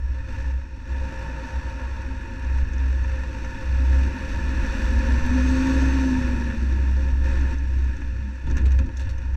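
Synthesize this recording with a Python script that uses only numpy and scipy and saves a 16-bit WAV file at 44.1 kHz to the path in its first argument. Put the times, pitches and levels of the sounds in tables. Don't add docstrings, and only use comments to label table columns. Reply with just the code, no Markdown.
import sys
import numpy as np
from scipy import signal
from scipy.fft import rfft, irfft
from scipy.io import wavfile
from scipy.ndimage import uniform_filter1d

SR = 44100
rng = np.random.default_rng(int(sys.argv[2]) if len(sys.argv) > 2 else 0)


def gain_from_db(level_db):
    decades = np.asarray(level_db, float) / 20
    return 10 ** decades


def to_wav(sig):
    pcm = np.clip(np.atleast_2d(sig), -1, 1) * 32767
    pcm = np.round(pcm).astype(np.int16)
    wavfile.write(sys.argv[1], SR, pcm.T)


N = 412776


def level(x, db=0):
    return x * gain_from_db(db) / np.sqrt(np.mean(x ** 2))


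def curves(table):
    s, *columns = np.transpose(table)
    return [np.interp(np.arange(N) / SR, s, c) for c in columns]


def spells(table, edge_s):
    t = np.arange(N) / SR
    total = 0
    for start, length, *steps in table:
        inside = np.minimum(t - start, start + length - t)
        total = total + np.outer(steps, np.clip(inside / edge_s + .5, 0, 1))
    return total


def walk(rate):
    hold = int(SR / rate)
    steps = np.repeat(rng.standard_normal(N // hold + 1), hold)
    return level(uniform_filter1d(uniform_filter1d(steps, hold), hold)[:N])


def turns(hz):
    return np.cumsum(hz) / SR


def tone(cycles):
    return np.sqrt(2) * np.sin(2 * np.pi * cycles)


# frequency in Hz, width in Hz, level in dB.
SHELL_MODES = [(45, 25, -36.5), (93.3, 16.5, -35.5), (148.3, 12.6, -43.5), (204.5, 12.8, -45),
               (261.4, 38, -43), (331, 47, -49.5), (445, 21, -57), (530, 20.9, -46), (614, 32, -63),
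               (922.3, 51, -51), (1083, 58, -63), (1437, 204, -59.5), (1731, 156, -52.5),
               (2494, 126, -59.5), (2650, 356, -63), (3523, 160, -67.5), (3810, 150, -70.5),
               (4410, 130, -70.5), (5620, 280, -70.5), (6180, 450, -74.5), (7600, 570, -80.5)]
# frequency in Hz, level in dB.
WALL_LEAK = [(15, -34), (100, -61.5), (180, -70), (700, -87.5), (2000, -71), (5000, -78.5), (9000, -93.5),
             (15500, -104), (22050, -110)]
# frequency in Hz, width in Hz, level in dB.
SHELL_DIPS = [(183, 23, -1.5), (7080, 420, -1.5), (3230, 150, -2.5)]


def housing(x):
    size = 2 ** 14
    hz = np.maximum(np.fft.rfftfreq(size, 1 / SR), 1)
    leak_hz, leak_db = np.transpose(WALL_LEAK)
    power = gain_from_db(2 * np.interp(np.log(hz), np.log(leak_hz), leak_db))
    for f, width, db in SHELL_MODES:
        power = power + gain_from_db(2 * db) / (1 + (2 * (hz - f) / width) ** 2) ** 1.39
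    for f, width, db in SHELL_DIPS:
        power = power * gain_from_db(2 * db * np.exp(-((hz - f) / width) ** 2))
    cepstrum = irfft(np.log(power) / 2)
    cepstrum[1:size // 2] *= 2
    cepstrum[size // 2 + 1:] = 0
    response = irfft(np.exp(rfft(cepstrum)))
    return irfft(rfft(x) * rfft(response, N), N)


BAND_EDGES = (115, 430, 3150)


def split_bands(x):
    hz = np.fft.rfftfreq(N, 1 / SR)
    lows = [0] + [1 / (1 + (hz / f) ** 8) for f in BAND_EDGES] + [1]
    spectrum = rfft(x)
    return [irfft(spectrum * (b - a), N) for a, b in zip(lows, lows[1:])]


# time in seconds, turns per second.
CRANK_SPEED = [(0, 16), (1.3, 19.5), (1.8, 17.8), (2.3, 15.7), (2.55, 13), (3, 15.6), (3.5, 19.3),
               (4, 22.3), (4.5, 25.5), (5, 29), (5.37, 31.8), (5.6, 32.7), (5.92, 33.6), (6.3, 30.9),
               (6.8, 26.4), (7.3, 23), (8.2, 16), (9.36, 13)]


def crank_speed():
    return curves(CRANK_SPEED)[0]


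# time in seconds, clatter level in dB.
ENGINE_EFFORT = [(0, -49.5), (.25, -46.5), (.55, -48), (.84, -50), (.9, -43.5), (1.1, -41), (2, -42),
                 (2.6, -42.5), (3.8, -38.5), (5.25, -33.5), (5.7, -32.5), (5.95, -33), (6.7, -40),
                 (7.1, -42), (7.9, -43.5), (8.42, -48), (8.5, -45), (9.36, -48.5)]
# start in seconds, length in seconds, change in dB.
PEDAL_DABS = [
    (.28, 0.244, 4.5),
    (7.24, .31, 5),
]
WORK_DB = -42


def engine_effort():
    return curves(ENGINE_EFFORT)[0] + spells(PEDAL_DABS, 0.022)[0] - WORK_DB


# start in seconds, length in seconds, cab shake in dB, boom in dB.
ROAD_BUMPS = [(0, 0.53, 7, -2.5), (.98, .3, 5, -1), (1.45, .5, 1, -2), (2.0, 0.21, 7, -0.5),
              (2.42, 0.29, 10.5, -1), (2.97, 0.73, 6, -1.5), (3.7, 0.11, 12.5, -1.5), (3.87, 0.25, 10, 1.5),
              (4.3, 0.5, 9, 0), (5.17, 0.17, 15.5, 0), (5.42, .6, 9.5, 2), (6.05, 1.07, 8.5, 4),
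              (7.1, 0.49, 12, 2), (7.6, 0.65, 8.5, 2), (8.44, 0.24, 16.5, 10.5), (8.67, .11, 14, 1),
              (8.78, 0.13, 14.5, 10.5), (9.02, 0.33, 11.5, 1)]


def road_and_boom(effort_db):
    shake, boom, _, _ = split_bands(housing(rng.standard_normal(N)))
    shake = shake - signal.sosfilt(signal.butter(1, [56, 74], "band", fs=SR, output="sos"), shake)
    bump_shake_db, bump_boom_db = spells(ROAD_BUMPS, .05)
    shake_db = bump_shake_db - 41.5 + 1.2 * walk(9)
    boom_db = bump_boom_db - 44.5 + 0.92 * effort_db + .5 * walk(8)
    return level(shake, 0.91) * gain_from_db(shake_db) + level(boom, 3.04) * gain_from_db(boom_db)


# start in seconds, length in seconds, push on the low shell modes in dB.
LOAD_CHANGES = [
    (.92, 1.15, 4),
    (7.6, 0.77, -5),
]


def clatter_and_hiss(crank, effort_db):
    firing = 3 * turns(crank)
    strength = gain_from_db(3 * rng.standard_normal(N // 100))[firing.astype(int)]
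    knock = 1 + 0.41 * strength * np.exp(-(firing % 1) / 0.24)
    strikes = (rng.random(N) < 60 / SR) * np.minimum(rng.exponential(size=N), 2.5)
    buzz = signal.lfilter([1], [1, -.99], strikes)

    clatter = split_bands(housing(rng.standard_normal(N) * knock))[2]
    heavy = signal.sosfiltfilt(signal.butter(2, 1150, fs=SR, output="sos"), clatter)
    clatter = clatter + heavy * (gain_from_db(spells(LOAD_CHANGES, 0.24)[0]) - 1)
    hiss = split_bands(housing(rng.standard_normal(N) * (knock + 0.34 * buzz)))[3]

    waver_db = .6 * walk(14)
    clatter_db = WORK_DB + effort_db + waver_db
    hiss_db = -55.5 + 0.99 * effort_db + 0.0873 * (crank - 20) + waver_db + .5 * walk(16)
    return level(clatter, -.3) * gain_from_db(clatter_db) + level(hiss, -.3) * gain_from_db(hiss_db)


RING_BAND = (5450, 6350)


def loose_metal(events, rise_s, ring_db, body_db, crack_db):
    ring, body, crack = np.zeros((3, N))
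    t = np.arange(int(.25 * SR)) / SR
    for s, event_ring_db, event_body_db, event_crack_db, t60 in events:
        i = int(s * SR)
        shape = ((1 - np.exp(-t / rise_s)) * gain_from_db(-60 * t / t60))[:N - i]
        ring[i:i + len(t)] += gain_from_db(event_ring_db) * shape ** 2.04
        body[i:i + len(t)] += gain_from_db(event_body_db) * shape ** 0.6
        crack[i:i + len(t)] += gain_from_db(event_crack_db) * shape
    chatter = rng.standard_normal(N) * gain_from_db(2.5 * walk(400))
    unit = [np.std(band) for band in split_bands(housing(chatter))]
    ring_filter = signal.butter(2, RING_BAND, "band", fs=SR, output="sos")
    ring_sound = signal.sosfilt(ring_filter, ring * chatter)
    body_sound = split_bands(housing(body * chatter))[2] / unit[2]
    crack_sound = split_bands(housing(crack * chatter))[3] / unit[3]
    return gain_from_db(ring_db) * ring_sound + gain_from_db(body_db) * body_sound + gain_from_db(crack_db) * crack_sound


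# time in seconds, ring in dB, body in dB, crack in dB.
METAL_TICKS = [(2.4448, -44, -39, -71), (2.584, -43, -32.5, -72), (2.6838, -47, -40, -73),
               (2.7327, -35, -39, -66), (2.7796, -37.5, -48, -71), (3.039, -39, -32.5, -70),
               (3.0919, -40, -38, -75), (3.444, -37, -29, -71), (4.6356, -44, -27.5, -54),
               (6.5, -48, -26.5, -72), (7.274, -50, -47, -76), (7.4091, -38, -41, -67),
               (7.5837, -38, -49, -73), (7.7837, -45, -39, -72), (7.8406, -40, -36, -64),
               (7.9654, -37, -50, -59), (8.0166, -47, -37, -77), (8.3548, -43, -54, -70)]


def metal_ticks():
    events = [(*row, 0.062) for row in METAL_TICKS]
    return loose_metal(events, 0.00055, 5.7, -6.5, 6)


# time in seconds, ring in dB, body in dB, crack in dB, seconds to fall by 60 dB.
STOP_RATTLE = [(8.4124, -60, -52, -75.5, 0.11), (8.4675, -53, -40, -64.5, 0.11),
               (8.4986, -43, -41, -81.5, 0.12), (8.5105, -37, -48, -66, 0.067),
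               (8.556, -48, -41, -76, 0.14), (8.568, -32, -33.5, -62, 0.094),
               (8.581, -46, -38.5, -56, 0.067), (8.614, -55, -62, -82, 0.12),
               (8.6547, -38.5, -35.5, -55, 0.094), (8.7064, -44.5, -44, -80, 0.15),
               (8.7176, -37, -41.5, -64.5, 0.1), (8.788, -38, -35.5, -63, 0.098),
               (8.8583, -48, -59, -70, 0.1), (8.89, -54.5, -39, -72, 0.04),
               (8.9261, -57.5, -59.5, -76, 0.088), (8.969, -34, -55, -64.5, 0.1),
               (8.995, -52, -39.5, -58, 0.22), (9.066, -57, -45, -79, 0.094),
               (9.0916, -55, -50, -59.5, 0.086), (9.1062, -51, -50, -70.5, 0.063),
               (9.1801, -42, -44, -72, 0.079), (9.217, -51, -43, -73, 0.11), (9.3343, -48, -46, -76, 0.12)]


def stop_rattle():
    return loose_metal(STOP_RATTLE, 0.00037, 7.4, -1.8, 12.8)


def panel_thud():
    t = np.arange(N) / SR - 8.26
    return gain_from_db(-39) * np.exp(-(t / .06) ** 2) * tone(207 * t)


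# time in seconds, frequency in Hz, level in dB.
SHAFT_HUM = [(3.8, 17, -67.5), (4.6, 39, -53), (5.4, 23.9, -38), (6.5, 23.1, -43.5), (7.4, 23, -27),
             (8, 15, -46), (8.4, 27, -58.5)]


def drive_shaft():
    hz, db = curves(SHAFT_HUM)
    return gain_from_db(db) * tone(turns(hz))


# time in seconds, shaft speed in Hz, level in dB.
TURBO_SPIN = [(4.7, 960, -18), (5.2, 1050, -3), (5.45, 1105, 0), (5.7, 1123, 0), (5.9, 1108, 0),
              (6.1, 1068, -3), (6.35, 1000, -20)]
# multiple of the shaft speed, level in dB, pitch blur in Hz.
TURBO_TONES = [(1, -52, 3), (5.55, -60, 35), (5.72, -58, 12), (5.9, -64, 20), (7, -64, 10)]


def turbo_whistle():
    spin, spin_db = curves(TURBO_SPIN)
    whistle = 0
    for multiple, db, blur in TURBO_TONES:
        hz = multiple * spin + blur * walk(60)
        whistle = whistle + gain_from_db(db + spin_db + 3 * walk(30)) * tone(turns(hz))
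    return whistle


def fan(crank):
    blades = 8
    lift_db = 5.5 * np.exp(-((blades * crank - 258.2) / 6.2) ** 2)
    fan_db = -47 + 2.5 * (crank - 25) + lift_db
    return gain_from_db(fan_db + 2.1 * walk(14)) * tone(blades * turns(crank) + .25 * walk(25) / (2 * np.pi))


# multiple of the crank speed, level in dB.
FIRING_TONES = [(3, 0), (3.5, -12), (4.5, -20), (6, -24)]
# multiple of the crank speed, level in dB.
LOWER_TONES = [(1, -10), (1.5, -2), (2, 0)]
# crank turns per second, firing tones in dB, lower tones in dB.
ENGINE_MOUNTS = [(13, -35, -48.5), (17, -34, -46), (19.5, -40.5, -46.5), (21.9, -27, -43),
                 (25.5, -40, -32.5), (29.2, -35.5, -25), (32.3, -40.5, -36), (31, -47.5, -46.5)]
# start in seconds, length in seconds, change in dB.
PEDAL_RELEASE = [
    (5.9, 4, -9),
]


def engine_tones(crank):
    cycle = turns(crank)
    speed, *mount_levels = np.transpose(ENGINE_MOUNTS)
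    release_db = spells(PEDAL_RELEASE, .2)[0]
    tones = 0
    for orders, mount_db in zip((FIRING_TONES, LOWER_TONES), mount_levels):
        swell_db = np.interp(crank, speed, mount_db) + release_db
        for multiple, db in orders:
            tones = tones + gain_from_db(db + swell_db + 1.8 * walk(6)) * tone(multiple * cycle + rng.random())
    return tones


# start in seconds, rise in seconds, left of the last swing in dB, top in dB.
ARM_SWINGS = [(.01, .06, -28.5, -24.5), (.3, 0.27, -35.5, -23.5), (.65, 0.038, -48, -34),
              (.85, .09, -41, -24.5), (1.14, 0.074, -33, -33), (1.51, 0.064, -36, -23.5),
              (1.62, 0.042, -41, -26.5), (1.74, 0.2, -37, -28), (1.98, .11, -34, -32.5),
              (2.34, 0.28, -42, -19), (2.66, 0.22, -33, -19.5), (3.33, .1, -29, -30),
              (3.58, 0.35, -39, -16.5), (4.17, 0.37, -38, -23), (4.56, 0.024, -35, -21.5),
              (4.64, 0.15, -41, -29), (4.87, .08, -33, -17.5), (5.01, .12, -31, -16.5),
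              (5.21, .2, -29, -20), (5.69, 0.13, -26.5, -16.5), (6.1, 0.28, -26.5, -21),
              (6.55, 0.12, -34, -18), (7.17, 0.27, -21.5, -18.5), (7.49, 0.32, -25, -19.5),
              (7.99, 0.083, -36.5, -25.5), (8.41, 0.16, -33, -18.5), (8.58, 0.12, -31, -11),
              (8.89, .13, -36.5, -23.5), (9.07, 0.054, -36, -24.5), (9.18, 0.19, -28.5, -24.5)]
# start in seconds, length in seconds, shift in Hz.
PITCH_PULLS = [
    (1.08, 0.44, -5),
    (2.03, .3, 3),
    (3.32, 0.23, -4),
    (4.6, .25, -4.5),
    (7.9, 0.27, -3),
]


def clamp_arm():
    start, rise, left_db, top_db = np.transpose(ARM_SWINGS)
    t = np.arange(N) / SR
    k = np.maximum(np.searchsorted(start, t) - 1, 0)
    top_s = start + rise
    end_s = np.append(start[1:], N / SR + rise[-1])
    rising = (t - start[k]) / rise[k]
    falling = (end_s[k] - t) / (end_s - top_s)[k]
    place = np.clip(np.minimum(rising, falling), 0, 1)
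    low = gain_from_db(np.append(left_db, -30)[k + (t > top_s[k])])
    swing = low + (gain_from_db(top_db[k]) - low) * np.sin(np.pi / 2 * place) ** 1.5
    swing = np.minimum(swing * gain_from_db(1.14 * walk(9)), gain_from_db(-15.2))
    hz = 64.7 + spells(PITCH_PULLS, .08)[0] + .5 * walk(12)
    return swing * tone(turns(hz))


def scene():
    crank = crank_speed()
    effort_db = engine_effort()
    road = road_and_boom(effort_db) + clatter_and_hiss(crank, effort_db)
    metal = metal_ticks() + stop_rattle() + panel_thud()
    machine = drive_shaft() + turbo_whistle() + fan(crank) + engine_tones(crank)
    return (road + metal + machine + clamp_arm())[None]


def band_limit(x):
    return signal.sosfilt(signal.butter(12, 15610, fs=SR, output="sos"), x)


def record(dry):
    fade = np.minimum(np.arange(N)[::-1] / (.006 * SR), 1)
    clipped = np.clip(dry, -.272, .272) * fade
    top_cut = signal.ellip(8, .2, 40, 15700, fs=SR, output="sos")
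    return band_limit(signal.sosfilt(top_cut, clipped))


dry = scene()
out = record(dry)
to_wav(out)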